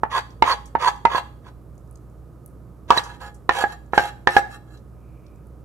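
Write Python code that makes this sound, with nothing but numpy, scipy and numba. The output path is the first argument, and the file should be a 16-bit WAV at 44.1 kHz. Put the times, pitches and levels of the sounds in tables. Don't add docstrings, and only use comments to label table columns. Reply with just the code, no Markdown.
import sys
import numpy as np
from scipy import signal
from scipy.fft import rfft, irfft, next_fast_len
from scipy.io import wavfile
from numba import njit

SR = 44100
rng = np.random.default_rng(int(sys.argv[2]) if len(sys.argv) > 2 else 0)


def waveform_to_disk(signal):
    frames = np.transpose(np.atleast_2d(signal))
    scaled = np.clip(frames, -1, 1) * 32767
    samples = np.round(scaled).astype(np.int16)
    wavfile.write(sys.argv[1], SR, samples)


N = 248929
TIME = np.arange(N) / SR
EVENT_TIME = TIME[:SR // 3]

# frequency_hz, level_db
CLACK_SPECTRUM = [(100, -22), (400, -8.5), (650, -3.5), (1100, 5), (1400, 7), (2000, -2), (3200, -5.5),
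                  (5000, -9), (8000, -7.5), (15000, -29)]
# start_s, level_db, blade_pitch_hz, blade_t60_s, second_mode_hz, second_mode_db
BLOWS = [ (0.0342, -6.5, 886, 0.039, 1117, -14), (0.4235, 1.5, 901.5, .047, 2130, -16.5),
         (0.7522, -6, 913, 0.052, 1766, -14.5), (1.0524, 0, 923.4, 0.064, 2027, -15),
         (1.148, -11, 1052, 0.069, 1699, -19), (2.905, 2.5, 962, 0.042, 1136, -1.5),
         (2.9743, -12.5, 897, 0.027, 1840, 2.5), (3.4927, -1, 1026, 0.019, 1796, -6),
         (3.6395, -9, 823, 0.08, 1660, -1.5), (3.9342, -7.5, 913, 0.0099, 1776, -13.5),
         (3.9779, 1.5, 842, 0.029, 1590, -9), (4.2726, 0, 932, .014, 1782, -3),
         (4.366, 1, 811, 0.063, 1669, -4.5)]

def knocks(second_t60=0.06, clack_t60=0.042, db_per_octave=9.5):
    out, ring = np.zeros(N), pot_modes()
    for start, db, hz, t60, second_hz, second_db in BLOWS:
        blade = mode(hz, t60) + undb(second_db) * mode(second_hz, second_t60)
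        wall = undb(wall_state(start, coated=-20, bare=-3.5)) * ring
        noise = colour(rng.standard_normal(len(EVENT_TIME)), CLACK_SPECTRUM)
        clack = undb(-12) * noise * fade(EVENT_TIME, clack_t60)
        cutoff_hz = wall_state(start, coated=3203, bare=4400) * 2 ** (db / db_per_octave)
        contact = signal.butter(3, min(cutoff_hz, SR / 3), fs=SR, output="sos")
        add(out, start, undb(db) * signal.sosfilt(contact, blade + wall + clack))
    return out

def thuds(first_hz=620, last_hz=170, sink_s=0.0035, rise_s=0.0055, t60=0.022, growth=0.96, left_db=-13):
    out = np.zeros(N)
    hz = last_hz + (first_hz - last_hz) * np.exp(-EVENT_TIME / sink_s)
    envelope = (1 - np.exp(-EVENT_TIME / rise_s)) * fade(EVENT_TIME, t60)
    thump = np.sin(2 * np.pi * np.cumsum(hz) / SR) * envelope
    thump = signal.sosfilt(signal.butter(1, 130, "high", fs=SR, output="sos"), thump)
    for start, db, *_ in BLOWS:
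        add(out, start, undb(growth * db - 7) * thump)
    return out * undb([[left_db], [0]])

# frequency_hz, level_db
GRIT_SPECTRUM = [(100, -26), (250, -19), (520, 10.5), (720, 4.5), (1000, -8.5), (1600, -6), (2200, 0.5),
                 (3400, -5), (5000, -15), (6500, -16.5), (9000, -27), (12000, -31), (15000, -42.5)]
# centre_hz, width_hz, level_db
EDGE_MODES = [(2440, 130, -22.5), (3357, 350, -13), (4540, 340, -19), (6660, 770, -26)]
# start_s, firmest_s, end_s, level_db
BLADE_DRAGS = [ (.099, .181, 0.2, -21.5), (0.431, 0.513, 0.55, -20.5), (0.785, 0.881, 0.9, -20),
               (1.08, 1.164, 1.2005, -24.5), (1.417, 1.482, 1.505, -51.5), (2.878, 2.97, 3.013, -27.5),
               (3.016, 3.018, 3.17, -46), (3.19, 3.204, 3.304, -43.5), (3.495, 3.614, 3.643, -25),
               (3.651, 3.715, 3.75, -47), (3.919, 3.973, 4.102, -34), (4.268, 4.376, 4.4, -31),
               (4.459, 4.53, 4.58, -60), (4.649, 4.776, 4.77, -68.5)]

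def drags(land_s=0.03, lift_s=0.02, start_db=-17, end_db=-10, firm_db=-21, overtone_ratio=1.576):
    out = np.zeros(N)
    for start, firmest, end, db in BLADE_DRAGS:
        t = start + EVENT_TIME
        touching = np.clip(np.minimum((t - start) / land_s, (end - t) / lift_s), 0, 1)
        slack = np.interp(t, [start, firmest], [1, 0])
        easing = np.interp(t, [firmest, end], [0, 1])
        pressure = touching * undb(start_db * slack + end_db * easing ** 2)
        jerks = slips()
        tilt = wall_state(start, coated=2.33, bare=6.5, curve=4.4)
        tilted = [(hz, level + tilt * np.log2(hz)) for hz, level in GRIT_SPECTRUM]
        grit = undb(-5) * pressure ** 0.67 * colour(jerks, tilted)
        sag = wall_state(start, coated=0.15, bare=0.067)
        pitch_hz = wall_state(start, coated=1143, bare=858) * np.interp(t, [start, end], [1, 1 - sag])
        blade = band(jerks, pitch_hz, width_hz=270)
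        blade += undb(-9) * band(jerks, overtone_ratio * pitch_hz, width_hz=600)
        blade *= undb(wall_state(start, coated=5, bare=-2.5))
        edge = sum(undb(level) * band(jerks, hz, width) for hz, width, level in EDGE_MODES)
        edge *= undb(wall_state(start, coated=1.5, bare=-12))
        ring = pot_modes(4 + tilt / 2)
        wall = signal.fftconvolve(jerks * pressure, ring / np.linalg.norm(ring))[:len(t)]
        freedom_db = wall_state(start, coated=0.079, bare=0.48) * (firm_db - db)
        wall *= undb(wall_state(start, coated=-5, bare=2.5) + freedom_db)
        add(out, start, undb(db) * (grit + pressure * (blade + edge) + wall))
    return out

def slips(per_s=2500, scatter_db=1.0, catch_s=0.0051, catch_db=-2.5):
    n = len(EVENT_TIME)
    slipping = rng.random(n) < per_s / SR
    size = undb(scatter_db * np.minimum(rng.exponential(size=n), 4))
    catches = np.interp(EVENT_TIME / catch_s, np.arange(n), rng.standard_normal(n))
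    return unit(slipping * size * undb(catch_db * catches) * rng.choice([-1, 1], n))

# frequency_hz, level_db, t60_s
POT_MODES = [(357.5, -28, 0.26), (534, -17, 0.14), (702, -17, 0.088), (830, -9, 0.31), (1165.3, -17, 0.078),
             (1269, -11, 0.041), (1432.5, -12.5, 0.046), (1686, -15, .14), (1810, -22.5, 0.1),
             (2115, -30.5, 0.11), (2570, -31.5, 0.047), (2730, -26.5, 0.11), (2768, -28.5, 0.035),
             (3290, -25.5, 0.07), (3324, -32, 0.099), (3987, -27.5, 0.06), (4340, -34, 0.1),
             (4700, -37.5, 0.0404), (5340, -38, 0.062), (5470, -36.5, .07), (5717, -42, 0.035),
             (6560, -39, 0.051), (6990, -35.5, 0.035), (7060, -36, .03), (7750, -32, 0.09),
             (10500, -40.5, 0.03), (11400, -43.5, 0.063), (11300, -43, 0.053), (13200, -42, 0.045)]

def pot_modes(tilt_db_per_octave=0, loading=0.019, max_cycles=230):
    hz, db, t60 = np.transpose(POT_MODES)
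    hz = hz * (1 + loading * np.minimum(hz / 6000, 1) ** 2 * rng.standard_normal(len(hz)))
    t60 = np.minimum(t60, max_cycles / hz)
    polarity = (-1) ** np.arange(1, len(hz) + 1)
    gain = polarity * undb(db + tilt_db_per_octave * np.log2(hz / hz[0]))
    return gain @ mode(hz[:, None], t60[:, None])

# time_s, bare_fraction
BARE_SHARE = [(0, 0.01), (1.2, 0.08), (2.9, 0.4), (3.5, 0.67), (4.3, 0.86)]

def wall_state(time_s, coated, bare, curve=1):
    share = np.interp(time_s, *np.transpose(BARE_SHARE))
    return coated + (bare - coated) * share ** curve

# peak_s, pitch_hz, level_db, half_length_s
WOOD_SQUEAKS = [(.524, 4390, -21.5, 0.024), (0.882, 4475, -30, 0.022), (2.982, 3972, -18.5, .015)]

def squeaks(width_hz=170):
    out = np.zeros(N)
    for peak, hz, db, half_length in WOOD_SQUEAKS:
        swell = np.hanning(int(2 * half_length * SR))
        tone = band(rng.standard_normal(len(EVENT_TIME)), hz, width_hz)[-len(swell):]
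        add(out, peak - half_length, undb(db) * unit(tone) * swell ** 2)
    return out

# start_s, peak_db, centre_hz, t60_s
SHARP_TICKS = [(0.305, -48.5, 5000, .06), (.657, -39, 7140, .07), (.961, -45.5, 5130, .03),
               (1.7792, -47, 7770, .02), (1.911, -39, 10380, .01), (1.957, -39, 6620, .01),
               (2.4608, -31, 10440, .012), (2.975, -11, 3860, .025), (3.035, -36, 6240, .14),
               (3.344, -44, 7840, .08), (4.772, -49.5, 4400, 0.052), (5.2656, -48.5, 4000, .02),
               (5.4703, -47.5, 10130, .012)]

def ticks(width_hz=5000, crest_factor=2, faint_db=-54, faint_hz=8000, faint_t60=0.015, faint_count=8):
    out = np.zeros(N)
    faint = [(start, faint_db, faint_hz, faint_t60) for start in rng.uniform(0, TIME[-1], faint_count)]
    for start, db, hz, t60 in SHARP_TICKS + faint:
        noise = band(rng.standard_normal(len(EVENT_TIME)), hz, width_hz)
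        add(out, start, undb(db) / crest_factor * noise * fade(EVENT_TIME, t60))
    return out

# frequency_hz, lead_rad
PORT_LEAD = [(0, 0), (860, 0.7), (1810, -1.0), (2930, -1.8), (3790, -4.2), (4570, -2.9), (5940, 0.4),
             (7750, 2.4), (9560, 3.5), (11000, 6.2), (12300, 6.4), (13300, 9.1), (15200, 9.6),
             (15800, 11.3)]
# frequency_hz, balance_db
PORT_LEVEL = [(60, -6.5), (110, -2), (200, -12), (380, -17.5), (700, -6), (1290, -4), (2380, -3.5),
              (4400, -7), (8120, 3.5), (15000, 0)]
SIDE = np.array([[0.5], [-0.5]])

def ports(x):
    size = next_fast_len(N + len(EVENT_TIME))
    gain = undb(SIDE * spectrum(PORT_LEVEL, size))
    phase = SIDE * spectrum(PORT_LEAD, size)
    return irfft(rfft(x, size) * gain * np.exp(1j * phase), size)[:, :N]

# right_delay_s, level_db, left_lag_s
REFLECTIONS = [(.0031, -9, 0.014), (0.0127, -18, 0.0049), (0.0271, -18, -0.012)]

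def room(x, tail_db=-13, low_t60=0.39, high_t60=0.42, split_hz=2500, build_s=0.0012):
    early = ports(x)
    for delay, db, lag in REFLECTIONS:
        add(early[0], delay + lag, undb(db) * x)
        add(early[1], delay, undb(db) * x)
    t = TIME[:SR // 2]
    tail = np.zeros((2, len(t)))
    for kind, t60 in ("low", low_t60), ("high", high_t60):
        crossover = signal.butter(2, split_hz, kind, fs=SR, output="sos")
        tail += signal.sosfilt(crossover, rng.standard_normal(tail.shape)) * fade(t, t60)
    tail *= np.minimum(t / build_s, 1)
    tail /= np.linalg.norm(tail, axis=1, keepdims=True)
    return early + undb(tail_db) * signal.fftconvolve(x[None], tail, axes=1)[:, :N]

# frequency_hz, level_db
AIR_SPECTRUM = [(25, -23.5), (58, 2), (85, -2), (155, -4), (230, -9), (380, -12), (600, -17.5),
                (850, -24.5), (1250, -24.5), (1600, -34.5), (2000, -40.5), (3300, -47.5), (6000, -47.5),
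                (10500, -46), (13000, -45), (16000, -57)]
# frequency_hz, rms_db, left_minus_right_db
HUM_PARTIALS = [(59.3, -46, -5), (119.4, -50, 1), (151, -60, -2), (317, -63, -4), (468, -69, -3),
                (549, -71, -3), (1249, -72, -4)]

def kitchen(shared_db=-48, apart_db=-53, pan_db=-4.5, waver_db=1.0, drift_rad=0.73):
    shared = undb(shared_db) * colour(rng.standard_normal(N), AIR_SPECTRUM)
    apart = undb(apart_db) * colour(rng.standard_normal((2, N)), AIR_SPECTRUM)
    out = (shared + apart) * undb(SIDE * pan_db)
    knots_s = np.linspace(0, TIME[-1], 30)
    for hz, db, balance_db in HUM_PARTIALS:
        swell, drift = (np.interp(TIME, knots_s, walk) for walk in rng.standard_normal((2, 30)))
        amplitude = np.sqrt(2) * undb(db + waver_db * swell + SIDE * balance_db)
        out += amplitude * np.sin(2 * np.pi * hz * TIME + drift_rad * drift)
    return out

def hollow_rush(start_s=4.89, end_s=5.5, centre_hz=2400, width_hz=420, level_db=-72):
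    swell = np.sin(np.pi * np.clip((TIME - start_s) / (end_s - start_s), 0, 1))
    return undb(level_db) * swell * band(rng.standard_normal(N), centre_hz, width_hz)

def undb(db):
    return 10 ** (np.asarray(db) / 20)

def unit(x):
    return x / np.sqrt(np.mean(x ** 2))

def spectrum(points, size):
    hz, value = np.transpose(points)
    return np.interp(np.log(np.fft.rfftfreq(size, 1 / SR) + 1), np.log(hz), value)

def colour(x, points):
    size = next_fast_len(x.shape[-1])
    shaped = rfft(x, size) * undb(spectrum(points, size))
    return unit(irfft(shaped, size)[..., :x.shape[-1]])

def fade(t, t60):
    return np.exp(-np.log(1000) * t / t60)

def mode(hz, t60):
    return np.sin(2 * np.pi * hz * EVENT_TIME) * fade(EVENT_TIME, t60)

def add(track, start_s, x):
    i = max(int(start_s * SR), 0)
    track[i:i + len(x)] += x[:N - i]

@njit
def resonate(x, hz, width_hz):
    y, band_state, low_state = np.empty(len(x)), 0., 0.
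    for i in range(len(x)):
        step, damping = np.tan(np.pi * hz[i] / SR), width_hz / hz[i]
        velocity = (band_state + step * (x[i] - low_state)) / (1 + step * (step + damping))
        band_state = 2 * velocity - band_state
        low_state += 2 * step * velocity
        y[i] = damping * velocity
    return y

def band(x, hz, width_hz):
    hz, width_hz = hz + np.zeros(len(x)), float(width_hz)
    return unit(resonate(resonate(x, hz, width_hz), hz, width_hz))

def scene():
    return room(knocks() + drags() + ticks()) + ports(squeaks()) + thuds() + kitchen() + hollow_rush()

def record(dry, low_hz=40, top_hz=16000):
    thinned = signal.sosfilt(signal.butter(2, low_hz, "high", fs=SR, output="sos"), dry)
    clipped = np.clip(thinned, -1, 1)
    return signal.sosfilt(signal.ellip(8, 0.05, 70, top_hz, fs=SR, output="sos"), clipped)

dry = scene()
out = record(dry)
waveform_to_disk(out)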